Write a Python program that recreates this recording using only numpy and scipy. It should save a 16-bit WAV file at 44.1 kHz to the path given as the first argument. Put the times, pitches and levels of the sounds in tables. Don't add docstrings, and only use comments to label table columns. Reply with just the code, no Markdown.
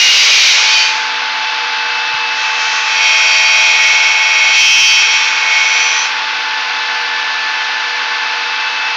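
import sys
import numpy as np
from scipy import signal
from scipy.fft import rfft, irfft
from scipy.io import wavfile
from scipy.ndimage import uniform_filter1d, minimum_filter1d

SR = 44100
rng = np.random.default_rng(int(sys.argv[2]) if len(sys.argv) > 2 else 0)


def wav_out(sig):
    wavfile.write(sys.argv[1], SR, np.round(np.clip(np.atleast_2d(sig).T, -1, 1) * 32767).astype(np.int16))


N = 395136

# time_s, turns_per_s
SPINDLE_SPEED = [(0, 78.3), (.5, 78.3), (.65, 79.15), (.85, 79.43), (4.3, 79.4), (4.7, 79.27), (5.1, 79.43),
                 (8.96, 79.45)]
FREE_TURN_HZ = SPINDLE_SPEED[-1][1]
# start_s, end_s, level_db
GRIND_PUSHES = [(-.2, 0.496, -4), (.5, 0.79, -11.5)]
GRIND_ATTACK_S, GRIND_RELEASE_S = .05, .15


def grinding(turn_memory=.42):
    # frequency_hz, density_db
    grit_colour = [(150, -56), (450, -21.5), (900, -19.5), (1700, -12.5), (2000, -4.5), (2250, 0.5),
                   (2900, -1.5), (3550, -4), (3850, -2.5), (4700, -6), (5300, -5.5), (5850, -5),
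                   (6400, -11.5), (7500, -24)]
    level_db = pushed_db(GRIND_PUSHES, GRIND_ATTACK_S, GRIND_RELEASE_S)
    grit = noise(grit_colour)
    lag = round(SR / SPINDLE_SPEED[0][1])
    for i in range(lag, N - lag, lag):
        grit[i:i + lag] -= turn_memory * grit[i - lag:i]
    lift_db = .5 - .11 * np.maximum(level_db, GRIND_PUSHES[-1][2])
    return from_db(level_db) * lift_treble(rms_one(grit), lift_db, corner_hz=3400)


def flaring_modes(turns, flare_db=3.5, wander_hz=14, throb=.44):
    # pitch_hz, level_db
    modes = [(2230, -14), (2470, -12.5), (3800, -19.5), (4600, -16.5), (5630, -21.5), (6220, -27)]
    level_db = pushed_db(GRIND_PUSHES, GRIND_ATTACK_S, GRIND_RELEASE_S)
    out = 0
    for hz, db in modes:
        cycles = np.cumsum(hz + wander_hz * drift(40)) / SR
        ring = tone(cycles, level_db + db + flare_db * drift(7))
        out += ring * pumping(turns + rng.random(), throb)
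    return out


def screeches(turns, wander_hz=8, throb=.45, flicker_db=2.5):
    # start_s, end_s, pitch_hz, level_db
    events = [(-.1, 0.208, 2848, -6), (.16, 0.286, 4830, -11.5), (0.304, 0.513, 2390, -12.5),
              (0.664, 0.902, 3080, -18), (0.659, 0.874, 4585, -21), (0.699, 0.946, 2446, -20),
              (2.921, 3.65, 4587, -25.5), (4.8, 5.02, 4587, -22), (4.9, 5.3, 5520, -27),
              (5.6, 6.08, 5938, -23.5)]
    out = np.zeros(N)
    for start, end, hz, db in events:
        at = slice(max(int(start * SR), 0), int(end * SR))
        progress = (np.arange(N)[at] / SR - start) / (end - start)
        swell = np.sqrt(np.abs(np.sin(np.pi * progress))) * pumping(turns[at] + rng.random(), throb)
        cycles = np.cumsum(hz + wander_hz * drift(35)[at]) / SR
        gain = from_db(db + flicker_db * drift(14)[at])
        out[at] += np.sqrt(2) * gain * swell * np.sin(2 * np.pi * cycles)
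    return out


def chatter_contact(rest_db=-7, settle_s=.2):
    # start_s, end_s, level_db, bite (0-1), ring_lift_db
    pushes = [(3.045, 3.73, 1, 0.05, 0), (3.807, 4.522, -1, 0.11, 4.5), (4.6, 4.952, 5, 0.93, -0.5),
              (5.0, 5.167, -2, 0.49, 1.5), (5.497, 5.766, -3.5, 0.03, 6), (5.8, 5.896, -2.5, .1, -2)]
    start, end, _, bite, ring_db = np.transpose(pushes)
    level_db = pushed_db([*pushes, (start[0], end[-1], rest_db)], attack_s=.11, release_s=.17)
    nearest = np.searchsorted((end[:-1] + start[1:]) / 2, np.arange(N) / SR)
    span = round(settle_s * SR)
    return level_db, uniform_filter1d(bite[nearest], span), uniform_filter1d(ring_db[nearest], span)


def chatter(turns, cycles_per_turn=30.745, stiffening_hz=5, wander_hz=.85, ring_hz=2200, width_hz=49):
    # offset_turn_rates, light_touch_db, full_bite_db
    sidebands = [(-4, -25, -30.5), (-3, -18.5, -21.5), (-2, -31.5, -35), (-1, -29.5, -34.5),
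                 (0, -17.5, -21), (1, -18, -18.5), (2, -23, -17), (3, -27.5, -26.5), (4, -34.5, -22),
                 (7, -35, -24), (8, -29, -16.5), (9, -23.5, -21.5), (10, -27.5, -18.5), (11, -24.5, -23),
                 (17, -30.5, -30), (23, -41.5, -32), (26, -32, -39.5), (27, -33.5, -31.5), (40, -28.5, -32),
                 (43, -32.5, -27), (49, -44.5, -40)]
    # offset_turn_rates, light_touch_db, full_bite_db
    octave_sidebands = [(1, -38.5, -25.5), (6, -40, -28.5), (7, -33, -26.5), (8, -37, -24), (9, -31, -23),
                        (10, -32.5, -33), (11, -37, -32.5), (12, -32.5, -25.5), (17, -43.5, -27)]
    # turn_multiple, level_db
    drone = [(8, -37), (9, -36.5)]
    # frequency_hz, level_db
    colour = [(600, -34), (1700, -16), (2300, 5), (3300, -4.5), (4200, 0), (5200, -2), (5700, -1),
              (6300, -11.5), (6600, -8), (7400, -12)]
    level_db, bite, ring_db = chatter_contact()
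    shift_hz = stiffening_hz * bite + wander_hz * (1 + bite) * drift(10.5)
    cycles = cycles_per_turn * turns + np.cumsum(shift_hz) / SR
    out = 0
    for harmonic, table in enumerate((sidebands, octave_sidebands), 1):
        for offset, light_db, full_db in table:
            hz = (harmonic * cycles_per_turn + offset) * FREE_TURN_HZ
            near_ring = 1 / (1 + ((hz - ring_hz) / width_hz) ** 2)
            line_db = light_db + bite * (full_db - light_db) + near_ring * ring_db
            out += tone(harmonic * cycles + offset * turns, line_db, waver_db=.8 * harmonic)
    out += tone(round(ring_hz / FREE_TURN_HZ) * turns, ring_db - 23)
    out += (1 - bite) * sum(tone(order * turns, db) for order, db in drone)
    slip = cycles - np.floor(cycles_per_turn) * turns
    out += from_db(-23.5) * comb(turns, slip, colour, uneven_db=-.5)
    out += from_db(-25 + 3 * bite) * comb(turns, 2 * slip - turns, colour, uneven_db=2)
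    grit = from_db(-27.5) * noise(colour)
    throb_db = -.3 * (1 - bite) * np.cos(2 * np.pi * (turns - slip))
    return from_db(level_db + throb_db) * (out + grit)


def rubbing(turns):
    # start_s, end_s, level_db
    touches = [(2.4, 2.7, -23.5), (2.72, 5.9, -22), (5.95, 6.07, -19)]
    # frequency_hz, line_db
    buzz_colour = [(400, -35), (700, -13), (1100, -5.5), (1750, -3), (2400, 2.5), (2900, -3), (3250, 2),
                   (3700, 1), (5000, -4.5), (5800, 1), (6300, -7.5), (6600, -15), (7200, -16)]
    # turn_multiple, level_db
    slab_lines = [(24, -12.5), (29, -13.5), (31, -12), (41, -10.5), (79, -18)]
    buzz = comb(turns, 0, buzz_colour, uneven_db=4.5)
    rings = sum(tone(order * turns, db, waver_db=3.5) for order, db in slab_lines)
    return from_db(pushed_db(touches, attack_s=.07, release_s=.052)) * (buzz + rings)


def motor(turns, blades=11, sag_db_per_hz=6):
    # blade_rate_multiple, level_db
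    blade_tones = [(1, -27), (2, -36.5), (3, -30)]
    # turn_multiple, level_db
    hum_tones = [(3, -70.5), (4, -58), (5, -59.5), (6, -43.5), (12, -39.5), (13, -39.5), (14, -35.5),
                 (15, -41.5), (18, -38), (19, -36), (26, -34.5), (29, -36), (30, -44), (44, -36.5),
                 (53, -39.5), (55, -50.5)]
    # free_running_pitch_hz, level_db
    bearing_tones = [(263.8, -52.5), (4651, -40.5)]
    sag_db = sag_db_per_hz * (FREE_TURN_HZ - spindle_hz())
    whine = 0
    for harmonic, db in blade_tones:
        order = harmonic * blades
        whine += tone(order * turns, db + swing_db(order) - sag_db * (harmonic == 1))
    hum = sum(tone(order * turns, db + swing_db(order), waver_db=1.9) for order, db in hum_tones)
    bearing = sum(tone(hz * turns / FREE_TURN_HZ, db, waver_db=1.4) for hz, db in bearing_tones)
    return whine + hum + bearing


def swing_db(order):
    # turn_multiple, middle_s, half_width_s, rise_db
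    sweeps = [(11, 1.7, 2.6, 3), (33, 2.36, .8, 8.5), (14, 2.75, 0.24, 6.5), (33, 4.1, 0.82, 8.5),
              (22, 7.49, 1.3, 13.5), (33, 9.04, 0.76, 7)]
    t = np.arange(N) / SR
    return sum(rise_db * np.exp(-((t - middle) / width) ** 2)
               for multiple, middle, width, rise_db in sweeps if multiple == order)


def fan_rush(turns, level_db=-18, throb=.068):
    # frequency_hz, density_db
    air_colour = [(100, -61.5), (190, -43.5), (250, -27), (600, -16.5), (780, -6), (950, -6), (1330, -3),
                  (1540, 2.5), (1780, -3), (2600, -2), (4700, -8), (5800, -14.5), (6500, -22.5),
                  (7400, -38.5)]
    air = lift_treble(noise(air_colour), lift_db=np.linspace(.95, -.13, N), corner_hz=2800)
    return from_db(level_db) * air * pumping(turns, throb)


def frame_bump(start_s=2.14, pitch_hz=140, level_db=-33, t60_s=.07):
    age = np.maximum(np.arange(N) / SR - start_s, 0)
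    return from_db(level_db) * np.exp(-np.log(1000) * age / t60_s) * np.sin(2 * np.pi * pitch_hz * age)


def spindle_hz():
    return np.interp(np.arange(N) / SR, *np.transpose(SPINDLE_SPEED))


def pushed_db(pushes, attack_s, release_s):
    t = np.arange(N) / SR
    levels = [db - 10 * (np.maximum(start - t, 0) / attack_s + np.maximum(t - end, 0) / release_s)
              for start, end, db, *_ in pushes]
    return np.maximum(np.max(levels, axis=0), -120)


def pumping(turns, depth):
    return 1 + depth * np.sin(2 * np.pi * turns)


def tone(cycles, level_db, waver_db=.8):
    angle = 2 * np.pi * (cycles % 1 + rng.random())
    return from_db(level_db + waver_db * drift(4.3)) * np.sin(angle) * np.sqrt(2)


def comb(turns, carrier, colour, uneven_db, count=96, size=4096):
    orders, out = np.arange(count), 0
    position = (turns % 1 * size).astype(int) % size
    gains = colour_gain(colour, orders * FREE_TURN_HZ) * (orders > 4)
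    for share in (1, drift(1.8) / 2, drift(5.5) / 2):
        lines = gains * from_db(uneven_db * rng.standard_normal(count))
        pattern = np.fft.ifft(lines * np.exp(2j * np.pi * rng.random(count)), size)
        out += share * rms_one(pattern)[position]
    return rms_one((out * np.exp(2j * np.pi * carrier)).real)


def drift(rate_hz, step=200):
    pole = np.exp(-2 * np.pi * step * rate_hz / SR)
    white = rng.standard_normal(N // step + 1002)
    slow = rms_one(signal.lfilter([1], [1, -2 * pole, pole * pole], white)[1000:])
    return np.interp(np.arange(N) / step, np.arange(len(slow)), slow)


def noise(colour):
    hz = np.arange(N // 2 + 1) * SR / N
    return rms_one(irfft(rfft(rng.standard_normal(N)) * colour_gain(colour, hz), N))


def colour_gain(colour, hz):
    points_hz, points_db = np.transpose(colour)
    return from_db(np.interp(np.log(hz + 1e-9), np.log(points_hz), points_db))


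def lift_treble(x, lift_db, corner_hz):
    treble = signal.sosfiltfilt(signal.butter(2, corner_hz, "high", fs=SR, output="sos"), x)
    return x + (from_db(lift_db) - 1) * treble


def from_db(db):
    return 10 ** (db / 20)


def rms_one(x):
    return x / np.sqrt(np.mean(np.abs(x) ** 2) + 1e-20)


def scene():
    turns = np.cumsum(spindle_hz() + .025 * drift(8.3)) / SR
    pressure_db = 1.5 * drift(4)
    hard_cut = grinding() + flaring_modes(turns) + screeches(turns)
    light_cut = from_db(pressure_db) * rubbing(turns) + from_db(pressure_db / 2) * chatter(turns)
    return (hard_cut + light_cut + motor(turns) + fan_rush(turns) + frame_bump())[None]


def record(dry):
    mic_top_hz, cutoff_hz = 7450, 15850
    threshold, reaction_s, excess_share, clip_level = .77, .00085, .85, .782
    heard = signal.sosfilt(signal.butter(14, mic_top_hz, fs=SR, output="sos"), dry)
    span = 2 * round(reaction_s * SR / 2) + 1
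    wanted_gain = (threshold / np.maximum(np.abs(heard), threshold)) ** excess_share
    gain = uniform_filter1d(minimum_filter1d(wanted_gain, span), span)
    limited = np.clip(heard * gain, -clip_level, clip_level)
    return signal.sosfilt(signal.ellip(10, .1, 80, cutoff_hz, fs=SR, output="sos"), limited)


dry = scene()
out = record(dry)
wav_out(out)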